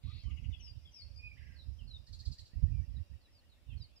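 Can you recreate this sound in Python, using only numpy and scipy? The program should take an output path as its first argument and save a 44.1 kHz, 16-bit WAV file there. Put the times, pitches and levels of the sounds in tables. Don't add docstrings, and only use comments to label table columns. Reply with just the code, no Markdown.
import sys
import numpy as np
from scipy import signal
from scipy.fft import rfft, irfft
from scipy.io import wavfile
from scipy.ndimage import uniform_filter1d

SR = 44100
rng = np.random.default_rng(int(sys.argv[2]) if len(sys.argv) > 2 else 0)


def wrap_up_sound(samples):
    columns = np.atleast_2d(samples).T
    tamed = np.clip(columns, -1, 1)
    steps = np.round(tamed * 32767).astype(np.int16)
    wavfile.write(sys.argv[1], SR, steps)


N = 176400
TURN, TIME, HZ = 2 * np.pi, np.arange(N) / SR, np.fft.rfftfreq(N, 1 / SR)
PORT_LEAD_S = 6e-5

# frequency in Hz, relative spectral level in dB.
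AIR_SPECTRUM = [(25, -9), (250, -0.5), (400, -6.5), (600, -5), (800, -9), (1400, -12.5), (2800, -15.5),
                (4000, -12), (5200, -27.5), (6300, -19.5), (9000, -20.5), (15500, -25)]
# frequency in Hz, correlation from 0 to 1.
AIR_LIKENESS = [(500, 0.43), (1500, 0.25), (6000, 0)]
# middle pitch in Hz, spread in octaves.
FLOCK_PITCHES = [(5076, 0.094), (2735, 0.18)]
# time in seconds, high flock's level in dB, low flock's level in dB.
FLOCK_LEVELS = [(.3, -79, -77), (1.098, -75, -78), (1.8, -77.5, -85), (2.75, -77.5, -79.5), (3.6, -86, -82),
                (3.9, -86, -78)]
# start in seconds, length in seconds, relative level in dB.
GUSTS = [(0.036, 0.089, -38.5), (0.126, 0.082, -39), (0.236, 0.17, -35.5), (0.416, 0.13, -39.5),
         (0.484, .065, -36.5), (0.548, 0.38, -49), (0.995, 0.51, -50.5), (1.416, 0.3, -52),
         (1.659, 0.1, -38.5), (1.746, 0.3, -47.5), (2.079, 0.21, -46), (2.262, 0.088, -38),
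         (2.388, 0.066, -51), (2.534, 0.11, -37), (2.623, 0.069, -28.5), (2.679, 0.13, -35),
         (2.785, 0.073, -34.5), (2.864, 0.13, -43), (2.946, 0.1, -39.5), (3.099, 0.087, -42),
         (3.661, 0.21, -44.5)]
# frequency in Hz, relative spectral level in dB.
EXPOSED_SPECTRUM = [(22, -45.5), (45, -2.5), (75, 1.5), (120, -10.5), (180, -26), (250, -29.5),
                    (400, -51.5), (3000, -105)]
# frequency in Hz, relative spectral level in dB.
SHELTERED_SPECTRUM = [(20, -3.5), (60, 2.5), (150, -11.5), (280, -15.5), (900, -44)]
# start in seconds, top pitch in Hz, level in dB.
LOW_PIPS = [(.07, 1277, -70.5), (0.267, 1248, -74)]
# start in seconds, level in dB.
CHUCKS = [(0.305, -66.5), (0.368, -68), (0.439, -68.5), (0.526, -65), (0.594, -68.5), (0.664, -70)]
# time in seconds, middle pitch in Hz, level in dB.
BUZZ_CURVE = [(.03, 3823, -72), (.125, 3915, -64), (.21, 4353, -64.5), (.26, 4930, -80)]
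# time in seconds, pitch in Hz, level in dB.
HELD_CURVE = [(1.185, 2510, -72), (1.203, 2438, -60), (1.217, 2436, -70), (1.238, 2496, -54.5),
              (1.279, 2474, -51), (1.295, 2390, -75), (1.32, 2367, -56), (1.36, 2402, -72)]
# time in seconds, middle pitch in Hz, relative level in dB.
WARBLE_CURVE = [(1.355, 1966, -83), (1.372, 1917, -63), (1.46, 1827, -65), (1.565, 1816, -67.5),
                (1.6, 1806, -91)]
# start in seconds, level in dB.
SCOLDS = [(2.064, -64.5), (2.125, -57.5), (2.189, -57.5), (2.25, -56), (2.314, -56.5), (2.381, -56.5),
          (2.452, -64.5)]
# frequency in Hz, relative spectral level in dB.
RASP_SPECTRUM = [(1800, -34), (3800, 3.5), (7800, 5), (9000, -11), (11600, -5.5), (13000, -17)]
# start and length in seconds, first and last pitch in Hz, level in dB,
# left over right in dB, gain of the scattered sound in dB.
WHISTLES = [(.16, 0.17, 3570, 2800, -71, 8, -10), (0.505, 0.072, 3750, 3170, -63, 8.5, -13),
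            (0.59, 0.13, 6160, 4544, -57.5, 6, -12.5), (0.84, 0.064, 3520, 3117, -68.5, 10, -8.5),
            (0.904, .125, 3120, 2107, -78.5, 0, -8), (0.909, 0.13, 6220, 4220, -59.5, 7, -5.5),
            (1.155, 0.036, 4860, 4835, -57.5, 9, -6.5), (1.541, 0.095, 4740, 3625, -63, -4, -7),
            (1.781, 0.043, 3350, 2620, -66, 1, -1.5), (1.867, 0.11, 4515, 3590, -56.5, -1.5, -13),
            (2.694, 0.13, 2515, 2270, -75.5, -1, -6.5), (2.929, 0.054, 4510, 3680, -75, -1, -9),
            (3.191, 0.093, 4770, 3660, -76, -3, -15), (3.3, 0.11, 5840, 4160, -71.5, 1, -17),
            (3.485, 0.061, 4630, 3550, -72.5, -2, -7.5), (3.657, 0.085, 3096, 2430, -82, 0, 6.5),
            (3.671, 0.078, 3860, 2850, -77, 1, 0.5), (3.753, 0.086, 4660, 3690, -70, -3, -9),
            (3.781, 0.085, 5750, 4060, -64, -2, -13.5), (3.956, 0.029, 5550, 4770, -65, -5, -9.5)]


def amp(db):
    return 10 ** (np.asarray(db) / 20)


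def unit(x):
    return x / np.std(x)


def across_spectrum(points):
    hz, value = np.transpose(points)
    return np.interp(np.log1p(HZ), np.log1p(hz), value)


def follow(points):
    times, *columns = np.transpose(points)
    t = TIME[(TIME >= times.min()) & (TIME < times.max())]
    return [times.min()] + [np.interp(t, times, column) for column in columns]


def progress(length_s):
    return TIME[:int(length_s * SR)] / length_s


def swell(u, crest, steep):
    return abs(np.sin(np.pi * np.interp(u, [0, crest, 1], [0, .5, 1]))) ** steep


def drift(size, rate_hz):
    return unit(irfft(rfft(rng.standard_normal(N)) / (1 + (HZ / rate_hz) ** 4)))[:size]


def noise(spectrum):
    return unit(irfft(rfft(rng.standard_normal(N)) * amp(across_spectrum(spectrum))))


def tone(hz):
    return unit(np.sin(TURN * np.cumsum(hz) / SR))


def shaken(hz, depth, rate_hz):
    return hz * np.exp(depth * drift(len(hz), rate_hz))


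def panned(x, pan_db):
    side = np.sqrt(amp(pan_db))
    return np.array([x * side, x / side])


def add(mix, start_s, sound):
    part = mix[..., round(start_s * SR):][..., :sound.shape[-1]]
    part += sound[..., :part.shape[-1]]


def placed(calls):
    mix = np.zeros((2, N))
    for start, sound in calls:
        add(mix, start, sound)
    return mix


def direct(x, lead_s):
    return np.array([x[0], irfft(rfft(x[1]) * np.exp(-1j * TURN * HZ * lead_s))])


def scattered(x, bush_t60_s=0.13, tree_t60_s=0.55, tree_db=-10.5):
    t = TIME[:SR]
    fade = amp(-60 * t / bush_t60_s) + amp(tree_db - 60 * t / tree_t60_s)
    ports = [signal.fftconvolve(port + x.mean(0), rng.standard_normal(SR) * fade)[:N] for port in x]
    return np.array(ports) / np.linalg.norm(fade)


def outdoors(calls, lead_s, wet_db):
    mix = placed(calls)
    return direct(mix, lead_s) + amp(wet_db) * scattered(mix)


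def air(db=-75.5):
    angle = np.arccos(across_spectrum(AIR_LIKENESS))
    left = noise(AIR_SPECTRUM)
    right = irfft(np.cos(angle) * rfft(left) + np.sin(angle) * rfft(noise(AIR_SPECTRUM)))
    return amp(db) * np.array([left, right])


def cooing(hz=555, db=-90, waver=0.0398, swell_db=4):
    level = amp(db + swell_db * drift(N, 4.4))
    voice = level * tone(shaken(np.full(N, hz), waver, 25))
    return outdoors([(0, voice)], PORT_LEAD_S, wet_db=-9)


def chorus(chirps_per_flock=900, length_s=0.03, fall=0.046):
    u, flocks = progress(length_s), []
    glide = 1 + fall * (.5 - u)
    times, *levels = np.transpose(FLOCK_LEVELS)
    for (middle_hz, octaves), db in zip(FLOCK_PITCHES, levels):
        pitches = middle_hz * 2 ** (octaves * rng.standard_normal(chirps_per_flock))
        calls = [(k * N / SR / chirps_per_flock, np.sin(np.pi * u) * tone(hz * glide))
                 for k, hz in enumerate(pitches)]
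        wash = unit(outdoors(calls, PORT_LEAD_S, wet_db=13.5))
        flocks.append(amp(np.interp(TIME, times, db)) * wash)
    return sum(flocks)


def wind(lull_db=-66.5, right_db=2.0, left_db=-20, left_exponent=0.18, lumps_db=2.5, eddy_s=0.059):
    force = np.full(N, amp(lull_db))
    for start, length, db in GUSTS:
        add(force, start, amp(db) * swell(progress(length), 0.19, 0.7))
    rumble, window = noise(EXPOSED_SPECTRUM), int(eddy_s * SR)
    envelope = uniform_filter1d(uniform_filter1d(abs(rumble), window), window)
    eddies = unit(rumble / envelope)
    right = eddies * force * amp(right_db + lumps_db * drift(N, 24.0))
    sheltered_force = force.mean() * (force / force.mean()) ** left_exponent
    left = noise(SHELTERED_SPECTRUM) * amp(left_db) * sheltered_force
    return np.array([left, right])


def pips(length_s=0.033, rise=0.15, first_s=2.06, every_s=0.15, count=12,
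         series_hz=1960, series_db=-78, loudest_s=2.5, fade_db_per_s=7):
    u = progress(length_s)
    envelope, glide = swell(u, 0.9, 0.66), np.exp(rise * (u - 1))
    series = [(start, series_hz, series_db - fade_db_per_s * abs(start - loudest_s))
              for start in first_s + every_s * np.arange(count)]
    calls = [(start, panned(amp(db) * envelope * tone(hz * glide), -8.5))
             for start, hz, db in list(LOW_PIPS) + series]
    return outdoors(calls, PORT_LEAD_S, wet_db=-3)


def chips(first_s=0.025, every_s=0.067, count=8, length_s=0.019, from_hz=2400, fall=0.22,
          db=-72, loudest_s=.31, fade_db_per_s=26, third_db=-7):
    u = progress(length_s)
    hz = from_hz * np.exp(-fall * u)
    voice = tone(hz) + amp(third_db) * (1 - u) * tone(3 * hz)
    chip = panned(np.sin(np.pi * u) * voice, -5)
    calls = [(start, amp(db - fade_db_per_s * abs(start - loudest_s)) * chip)
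             for start in first_s + every_s * np.arange(count)]
    return outdoors(calls, -PORT_LEAD_S, wet_db=1.5)


def chucks(length_s=0.0315, from_hz=2980, fall_hz=330, rough=0.054):
    u, calls = progress(length_s), []
    for start, db in CHUCKS:
        voice = swell(u, 0.31, 0.66) * tone(shaken(from_hz - fall_hz * u, rough, 590))
        calls.append((start, panned(amp(db) * voice, 17.5)))
    return outdoors(calls, PORT_LEAD_S, wet_db=-6.5)


def buzz(rate_hz=64, depth_hz=300, rough=0.079, low_ratio=.63, low_db=-9):
    start, hz, db = follow(BUZZ_CURVE)
    trill = depth_hz * np.sin(TURN * rate_hz * TIME[:len(hz)])
    hz = shaken(hz + trill, rough, 600)
    voice = amp(db) * (tone(hz) + amp(low_db) * tone(low_ratio * hz))
    return outdoors([(start, panned(voice, 2.3))], PORT_LEAD_S, wet_db=-8.5)


def songster(rate_hz=21.5, depth_hz=240, rough=0.03, upstroke_s=1.422, stroke_db=3,
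             upper_ratio=1.42, upper_db=-13, lead_s=-1.1e-4):
    start, hz, db = follow(HELD_CURVE)
    note = amp(db) * tone(shaken(hz, 0.011, 150))
    held = outdoors([(start, panned(note, -7.5))], lead_s, wet_db=-12.5)
    start, hz, db = follow(WARBLE_CURVE)
    phase = TURN * rate_hz * (start + TIME[:len(hz)] - upstroke_s)
    hz = hz + depth_hz * np.sin(phase)
    lower = amp(stroke_db * (np.cos(phase) - 2.5)) * tone(shaken(hz, rough, 260))
    upper = amp(upper_db) * tone(shaken(upper_ratio * hz, 0.083, 500))
    warble = panned(amp(db) * (lower + upper), -6.0)
    return held + outdoors([(start, warble)], lead_s, wet_db=-5.0)


def scolding(length_s=0.032, drop_hz=2750, rest_hz=4250, drop_s=0.0029, rough=0.0676,
             rasp_db=-12, rasp_s=0.04):
    calls, u, rasp_u = [], progress(length_s), progress(rasp_s)
    hz = rest_hz + drop_hz * np.exp(-u * length_s / drop_s)
    for start, db in SCOLDS:
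        voice = swell(u, 0.3, 0.92) * tone(shaken(hz, rough, 840))
        rasp = amp(rasp_db) * swell(rasp_u, 0.38, 0.77) * noise(RASP_SPECTRUM)[:len(rasp_u)]
        calls += [(start, panned(amp(db) * part, -2.6)) for part in (voice, rasp)]
    return outdoors(calls, -PORT_LEAD_S, wet_db=-6.0)


def whistles(sag=0.06, wobble=0.006, flutter_db=3.2, overtone_db=-35):
    calls, blurs = [], []
    for start, length, from_hz, to_hz, db, pan_db, wet_db in WHISTLES:
        u = progress(length)
        slide = u + sag * np.sin(np.pi * u)
        hz = shaken(from_hz + (to_hz - from_hz) * slide, wobble, 150)
        effort = swell(u, crest=0.8, steep=1.1) * amp(flutter_db * drift(len(u), 80))
        voice = tone(hz) + amp(overtone_db) * effort * tone(2 * hz)
        note = panned(amp(db) * effort * voice, pan_db)
        calls.append((start, note))
        blurs.append((start, amp(wet_db) * note))
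    return direct(placed(calls), PORT_LEAD_S) + scattered(placed(blurs))


def scene():
    nearer_birds = whistles() + scolding() + chucks() + chips() + buzz() + songster()
    far_birds = pips() + chorus() + cooing()
    return nearer_birds + far_birds + wind() + air()


def record(dry, edge_hz=15700):
    lowpass = signal.firwin(511, edge_hz, window=("kaiser", 9), fs=SR)
    return signal.oaconvolve(dry, lowpass[None], "same")


dry = scene()
out = record(dry)
wrap_up_sound(out)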